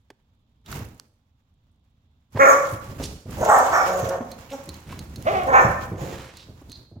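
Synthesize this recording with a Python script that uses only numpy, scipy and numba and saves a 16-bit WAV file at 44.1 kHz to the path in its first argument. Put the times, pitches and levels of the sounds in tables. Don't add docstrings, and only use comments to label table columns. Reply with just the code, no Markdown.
import sys
import numpy as np
from scipy import signal
from scipy.fft import rfft, irfft
from scipy.io import wavfile
from scipy.ndimage import uniform_filter1d, minimum_filter1d
from numba import njit

SR = 44100
rng = np.random.default_rng(int(sys.argv[2]) if len(sys.argv) > 2 else 0)


def wrap_up_sound(samples):
    columns = np.atleast_2d(samples).T
    tamed = np.clip(columns, -1, 1)
    steps = np.round(tamed * 32767).astype(np.int16)
    wavfile.write(sys.argv[1], SR, steps)


N = 308700
TIME = np.arange(N) / SR


def undb(db):
    return 10 ** (np.asarray(db) / 20)


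def unit(x):
    return x / np.sqrt(np.mean(x ** 2) + 1e-20)


def add(out, s, x):
    i = int(s * SR)
    out[..., i:i + x.shape[-1]] += x[..., :N - i]


def on_log_axis(points, hz):
    f, value = np.transpose(points)
    return np.interp(np.log(hz + 1), np.log(f), value)


def colour(x, points):
    n = x.shape[-1]
    return irfft(rfft(x) * undb(on_log_axis(points, np.arange(n // 2 + 1) * SR / n)), n)


@njit
def svf(x, hz, width):
    band, low, b, l = np.empty(len(x)), np.empty(len(x)), 0., 0.
    for i in range(len(x)):
        g, k = np.tan(np.pi * hz[i] / SR), width[i] / hz[i]
        v = (b + g * (x[i] - l)) / (1 + g * (g + k))
        band[i], low[i] = k * v, l + g * v
        b, l = 2 * v - b, 2 * low[i] - l
    return band, low


def resonate(x, hz, width):
    return svf(x, hz + 0 * x, width + 0 * x)[0]


def steep(x, hz, width):
    return resonate(resonate(x, hz, width), hz, 2 * width)


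def lowpass(x, hz):
    return svf(x, hz + 0 * x, np.sqrt(2) * hz + 0 * x)[1]


def butterworth(x, kind, hz, order):
    return signal.sosfilt(signal.butter(order, hz, kind, fs=SR, output="sos"), x)


def walk(n, rate):
    knots = rng.standard_normal(8192)
    return np.interp(np.arange(n) * rate / SR, np.arange(8192), knots) * np.sqrt(3 / 2)


def diffuse(n, mic_gap_m=.15):
    likeness = np.sinc(2 * np.arange(n // 2 + 1) * SR / n * mic_gap_m / 343)
    mid, side = rfft(rng.standard_normal((2, n))) * np.sqrt([1 + likeness, 1 - likeness])
    return irfft(np.array([mid + side, mid - side]), n) / np.sqrt(2)


def room(x, build_s=0.0072):
    # frequency in Hz, seconds to fall 60 dB.
    decay_times = [(100, 0.38), (550, 0.74), (1200, 0.63), (15000, 0.59)]
    t = TIME[:SR * 4 // 5]
    field = rfft(diffuse(len(t)))
    octave = np.log2(np.maximum(np.arange(len(t) // 2 + 1) * SR / len(t), 64) / 64)
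    tail = 0
    for k in range(10):
        t60 = on_log_axis(decay_times, 64 * 2 ** k)
        fade = undb(-60 * t / t60) * (1 - np.exp(-(t / build_s) ** 2))
        band = irfft(field * np.maximum(1 - abs(octave - k), 0), len(t))
        tail = tail + band * fade / np.linalg.norm(fade)
    return signal.fftconvolve(x[None], tail, axes=1)[:, :N]


def house_hum(level_db=-62, waver_db=1.0):
    # frequency in Hz, gain in dB.
    spectrum = [(20, -27), (79, -12), (150, -21.5), (172, -27), (228, -23.5), (357, -39.5), (1150, -44.5),
                (1710, -61.5), (3530, -43.5), (16000, -104)]
    return unit(colour(diffuse(N), spectrum)) * undb(level_db + waver_db * walk(N, 4.2))


def scratches(per_s=35, scatter_db=5, grain_s=0.0052, centre_hz=8000, level_db=-11):
    catches = (rng.random(N) < per_s / SR) * undb(scatter_db * rng.standard_normal(N))
    grains = signal.lfilter([1], [1, -np.exp(-1 / (grain_s * SR))], catches)
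    ticks = np.array([resonate(mic * grains, centre_hz, centre_hz) for mic in diffuse(N)])
    return undb(level_db) * unit(ticks)


def scuffle(rise_s=0.086, settle_s=0.085, fidget_db=-80, rustle_db=1, grain_db=1.5, slip_db=2.0,
            patter_db=2.5, pan_db=-2):
    # start in seconds, length in seconds, rustle in dB, rumble in dB.
    bouts = [(0.716, 0.034, -39.5, -34), (2.378, 0.36, -44, -41), (2.818, 0.15, -48, -38.5),
             (3.009, 0.019, -41.5, -32.5), (3.322, 0.098, -42.5, -31), (3.45, 0.63, -38.5, -41.5),
             (4.267, 0.53, -49, -46), (4.889, 0.46, -52.5, -38), (5.252, 0.59, -46, -34.5),
             (6.02, 0.14, -45.5, -34), (6.348, 0.43, -59.5, -46.5)]
    # frequency in Hz, gain in dB.
    rustle_eq = [(300, -1), (900, 18), (2500, 11), (4200, 5.5), (7300, 5.5), (8300, -5.5), (16000, 1)]
    rumble_eq = [(20, -20), (65, 3.5), (150, -1), (330, -10), (2000, -39)]
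    rubbing, weight = np.full(N, undb(fidget_db)), np.zeros(N)
    for s, length, rub_db, weight_db in bouts:
        rise = np.clip(1 + (TIME - s) / rise_s, 0, 1) ** 2
        effort = rise * np.exp(-np.maximum(TIME - s - length, 0) / settle_s)
        rubbing = np.maximum(rubbing, undb(rub_db) * effort)
        weight = np.maximum(weight, undb(weight_db) * effort)
    slips = unit(undb(grain_db * walk(N, 500) + slip_db * walk(N, 35)))
    mic_gains = undb(rustle_db + np.array([[pan_db], [-pan_db]]) / 2)
    rustle = unit(colour(diffuse(N) * slips, rustle_eq)) * mic_gains
    rumble = unit(colour(diffuse(N) * undb(patter_db * walk(N, 30)), rumble_eq))
    return (rustle + scratches()) * rubbing + rumble * weight


def swishes(flutter_db=3, room_db=-4):
    # crest in seconds, half length in seconds, level in dB, centre in Hz, width in Hz.
    swells = [(0.774, 0.05, -47, 200, 1200), (2.375, 0.014, -31.5, 663, 700),
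              (0.743, .035, -48, 14260, 5400), (2.723, 0.029, -47, 11020, 9936),
              (3.047, 0.022, -36.5, 4722, 4860), (3.013, 0.022, -39, 375, 277.8),
              (4.52, 0.021, -44.5, 2800, 1389), (4.921, 0.052, -46.5, 1306, 2650),
              (6.16, 0.16, -45, 1170, 2800), (6.398, 0.047, -49, 3860, 2160),
              (6.74, 0.035, -46.5, 4150, 648)]
    out = np.zeros(N)
    for s, half, db, hz, width in swells:
        t = np.arange(-2 * half, 2 * half, 1 / SR)
        hiss = unit(steep(rng.standard_normal(N)[:len(t)], hz, width))
        add(out, s + t[0], hiss * np.exp(-(t / half) ** 2) * undb(db + flutter_db * walk(len(t), 216.2)))
    return out + undb(room_db) * room(out)


def collar(ring_t60=0.057, ring_width_hz=420, ring_db=-4, crack_db=-2, crack_s=0.0031, crack_hz=4800,
           room_db=-9):
    # frequency in Hz, gain in dB.
    modes = [(4210, 8), (6400, -0.5), (9040, -12), (10300, -21)]
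    # start in seconds, strength in dB.
    chinks = [(4.316, -34.5), (4.691, -31.5), (4.742, -39), (4.991, -31.5), (5.159, -35), (6.37, -37.5),
              (6.697, -43), (6.718, -37.5)]
    rings, cracks, t = np.zeros(N), np.zeros(N), TIME[:SR // 4]
    for s, db in chinks:
        chatter = rng.standard_normal(2 * len(t))
        scatter_db = 2 * rng.standard_normal(len(modes))
        metal = sum(undb(gain + scatter) * steep(chatter, hz, ring_width_hz)
                    for (hz, gain), scatter in zip(modes, scatter_db))
        ring = unit(metal)[len(t):]
        crack = unit(resonate(chatter[:len(t)], crack_hz, 2 * crack_hz))
        add(rings, s, undb(db + ring_db) * ring * undb(-60 * t / ring_t60))
        add(cracks, s, undb(db + crack_db) * crack * np.exp(-t / crack_s))
    return rings + cracks + undb(room_db) * room(rings)


def clicks(crack_db=-1, crack_s=0.0048, trim_db=-7, room_db=-19):
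    # start in seconds, level in dB before the trim, ring in Hz, seconds to fall 60 dB.
    contacts = [(0.102, -46, 1100, 0.016), (0.103, -31, 380, 0.043), (0.661, -40, 3740, 0.072),
                (0.727, -23, 1270, 0.023), (0.9983, -22, 4570, 0.0039), (0.9984, -30.5, 900, 0.0062),
                (3.45, -24.5, 6100, 0.063), (3.587, -23, 11500, 0.027), (4.094, -26.5, 5950, 0.023),
                (4.924, -30.5, 1070, 0.062), (5.225, -26.5, 6560, 0.0055)]
    out, t = np.zeros(N), TIME[:SR // 3]
    for s, db, hz, t60 in contacts:
        noise = rng.standard_normal(len(t))
        crack = undb(crack_db) * unit(resonate(noise, hz, 2 * hz)) * np.exp(-t / crack_s)
        ring = unit(resonate(noise, hz, hz / 10))
        add(out, s, undb(db + trim_db) * (ring + crack) * undb(-60 * t / t60))
    return out + undb(room_db) * room(out)


def thumps(contact_s=0.0035, ring_cycles=17, thud_db=-5, sag=0.11, room_db=-7):
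    # start in seconds, level in dB, ring in
    # Hz.
    landings = [(0.694, -33.5, 99), (0.755, -24.5, 152), (0.804, -25.5, 114), (2.347, -22.5, 105),
                (2.722, -22, 118), (2.997, -20.5, 268), (3.026, -28, 135), (3.254, -28.5, 96.5),
                (3.288, -28, 182), (4.023, -20, 100), (4.205, -18.5, 244), (4.674, -29, 78),
                (4.972, -28.5, 76), (5.171, -31.5, 98), (5.646, -11.5, 122), (5.916, -17, 103),
                (6.014, -24, 141), (6.486, -34, 112), (6.614, -35, 280), (6.911, -36, 100),
                (6.956, -33.5, 100)]
    out, t = np.zeros(N), TIME[:SR // 2]
    for s, db, hz in landings:
        thud = unit(lowpass(resonate(rng.standard_normal(len(t)), hz, 2 * hz), 5 * hz))
        attack = 1 - np.exp(-t / contact_s)
        fade = undb(-60 * t * hz / ring_cycles)
        swing = np.sin(2 * np.pi * np.cumsum(hz * (1 + sag * (2 * fade - 1))) / SR)
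        add(out, s, undb(db) * attack * fade * (swing + undb(thud_db) * thud))
    out = butterworth(out, "high", 62, order=3)
    return out + undb(room_db) * room(out)


def voice(pitch, db, rough, jaw_hz, corner_hz, hiss_db, tongue_hz, whistle_hz, nose_db=-60,
          jitter=.06, shimmer_db=3, flutter_db=2.0, throat_db=2, tongue_db=-4, spray_db=-10):
    # centre in Hz, width in Hz, gain in dB.
    throat = [(1200, 28, -23), (1310, 344, -2.5), (1430, 154, -12), (1754, 110, -0.5), (2120, 284, -7.5)]
    teeth = [(6660, 1500, 9), (6980, 2000, 6.4)]
    n, rough = len(pitch), np.clip(rough, 0, 1)
    cycles = np.cumsum(pitch * (1 + jitter * rough * walk(n, 260))) / SR
    pulses = unit(np.diff(np.floor(cycles), prepend=0) * undb(shimmer_db * rough * walk(n, 254.5)))
    air = unit(np.exp(-(cycles % 1) / 2.0) * rng.standard_normal(SR)[:n])
    flutter = undb(flutter_db * rough * walk(n, 220))
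    folds = pulses * np.sqrt(1 - rough)
    low_drive = (folds + 1.5 * rough * air) * flutter
    high_rough = np.sqrt(rough) * (1 + rough) / 2
    high_drive = (np.sqrt(np.maximum(1 - high_rough, 0)) * pulses + np.sqrt(high_rough) * air) * flutter

    upper = sum(undb(gain) * steep(high_drive, hz, width) for hz, width, gain in throat)
    upper += undb(tongue_db) * steep(high_drive, tongue_hz, width=220)
    upper = lowpass(lowpass(upper, corner_hz), corner_hz)
    upper = butterworth(upper, "low", 2900, order=8)
    chest = undb(-32 - 0.85 * db) * steep(folds, pitch, width=100)
    nose = undb(nose_db) * steep(high_drive, hz=2090, width=640)
    jaw = steep(low_drive, jaw_hz, width=180 * (1 + rough))
    tone = jaw + undb(throat_db) * upper + chest + nose
    tone = tone / np.sqrt(uniform_filter1d(tone ** 2, size=1100) + 1e-12)

    hiss = unit(sum(undb(gain) * steep(high_drive, hz, width) for hz, width, gain in teeth))
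    hiss = butterworth(hiss, "high", 5000, order=4)
    whistle = unit(steep(air, whistle_hz * (1 + .04 * walk(n, 35)), width=270))
    spray = undb(spray_db) * unit(steep(air, hz=13000, width=6700))
    breath = (hiss + whistle) / np.sqrt(2) + spray
    return (tone + undb(hiss_db) * breath) * undb(db) * signal.windows.tukey(n, .06)


def yelp(quaver=.02):
    # time in seconds, pitch in Hz, level in dB, roughness from 0 to 1.
    contour = [(5.25, 201, -44, .2), (5.265, 265.7, -26, 0.1), (5.272, 305.7, -16, 0.14),
               (5.288, 350, -16, 0.06), (5.301, 395.3, -24, 0.25), (5.334, 427.8, -26.5, 0.35),
               (5.357, 378.2, -20.5, 0.2), (5.448, 354.8, -27.5, 0.17)]
    s, *columns = np.transpose(contour)
    pitch, db, rough = (np.interp(np.arange(s[0], s[-1], 1 / SR), s, c) for c in columns)
    pitch = pitch * (1 + quaver * walk(len(pitch), 40))
    return s[0], voice(pitch, db, rough, jaw_hz=591, corner_hz=1175, hiss_db=-39.5, tongue_hz=792,
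                       whistle_hz=6900, nose_db=-13.5)


def bark(s, hold_s, db, pitch_hz, rough, jaw_hz, corner_hz, hiss_db, tongue_hz, whistle_hz,
         attack_s=.03, release_s=0.021, shut_db=-16.5, tire_db=-3.5, dull_octaves=0.67):
    t = np.arange(-attack_s, hold_s + release_s, 1 / SR)
    shut = np.interp(t, [-attack_s, 0, hold_s, hold_s + release_s], [1, 0, 0, 1])
    tired = np.clip(t / hold_s, 0, 1) - .5
    level = db + tire_db * tired + shut_db * shut ** 2
    pitch = pitch_hz * (1 - .03 * tired - .06 * shut)
    mouth = 1 - 0.18 * shut
    corner = corner_hz / 2 ** (dull_octaves * shut)
    sound = voice(pitch, level, rough, jaw_hz * mouth, corner, hiss_db, tongue_hz * mouth,
                  whistle_hz * mouth)
    return s - attack_s, sound


def dog_calls(standing_db=2, standing_width_hz=7):
    # time of full voice in seconds, hold in seconds, level in dB,
    # pitch in Hz, roughness from 0 to 1, jaw resonance in Hz, mouth brightness corner in Hz,
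    # hiss between the teeth in dB, tongue resonance in Hz, whistle of the teeth in Hz.
    barks = [(2.418, .026, -9, 274.5, 0.16, 568, 2580, -27.5, 1953, 6240),
             (2.458, 0.043, -14, 285.9, 0.61, 634, 2430, -21.5, 1370, 6570),
             (2.494, 0.033, -12.5, 281.8, 0.22, 570, 1980, -17, 1190, 6430),
             (3.397, .015, -32.5, 203.6, 0.65, 610, 800, -16, 780, 6840),
             (3.431, 0.048, -21, 217.6, 0.73, 667, 1150, -20.5, 1134, 7000),
             (3.504, 0.065, -13, 263.4, 0.53, 760, 1570, -21, 1227, 7750),
             (3.591, 0.07, -21.5, 260.8, 0.7, 742, 1266, -19, 1030, 6020),
             (3.742, 0.08, -18, 295.2, 0.8, 746, 2420, -19.5, 1346, 5600),
             (3.883, 0.2, -28, 181.1, 0.37, 560, 1080, -17, 783, 6340),
             (4.115, 0.042, -27.5, 180.2, 0.37, 586, 1070, -31, 1480, 6130),
             (4.538, 0.011, -32.5, 274.2, 0.14, 540, 1120, -15, 866, 6000),
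             (5.49, 0.077, -20, 259.5, 0.41, 544, 1510, -33, 1070, 6940),
             (5.554, 0.041, -8.5, 259.5, 0.41, 763, 3020, -31.5, 1133, 6630),
             (5.623, 0.028, -19.5, 254.9, 0.64, 608, 2126, -20.5, 1065, 6200),
             (5.994, 0.15, -37, 174.8, 0.57, 473, 660, -17, 600, 7050)]
    # time in seconds, reverb send in dB,
    # lead of the left microphone in milliseconds (negative when the dog is on the right).
    places = [(2.5, -2.5, -0.44), (3.499, 0, -0.12), (3.8, -0.5, -0.17), (4.499, -2, 0), (5.28, -4, -.34),
              (5.597, -3.5, -0.3)]
    standing_hz = [1108, 1133, 1170, 1550]
    direct, send = np.zeros((2, N)), np.zeros(N)
    s, *columns = np.transpose(places)
    for start, sound in [bark(*row) for row in barks] + [yelp()]:
        room_db, lead_ms = (np.interp(start, s, c) for c in columns)
        add(direct[0], start, sound)
        add(direct[1], start + lead_ms / 1000, sound)
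        add(send, start, sound * undb(room_db))
    reverb = room(send)
    standing = np.array([sum(resonate(mic, hz, standing_width_hz) for hz in standing_hz)
                         for mic in reverb])
    return direct + reverb + undb(standing_db) * standing


def scene():
    return dog_calls() + thumps() + clicks() + collar() + swishes() + scuffle() + house_hum()


def record(dry, ceiling=1.0, top_hz=16100):
    mics = np.array([colour(dry[0], [(700, -1.5), (3000, -4.5)]), dry[1]])
    ducking = ceiling / np.maximum(abs(mics).max(axis=0), ceiling)
    gain = uniform_filter1d(minimum_filter1d(ducking, size=300), size=300)
    return signal.sosfilt(signal.ellip(8, .2, 70, top_hz, fs=SR, output="sos"), mics * gain)


dry = scene()
out = record(dry)
wrap_up_sound(out)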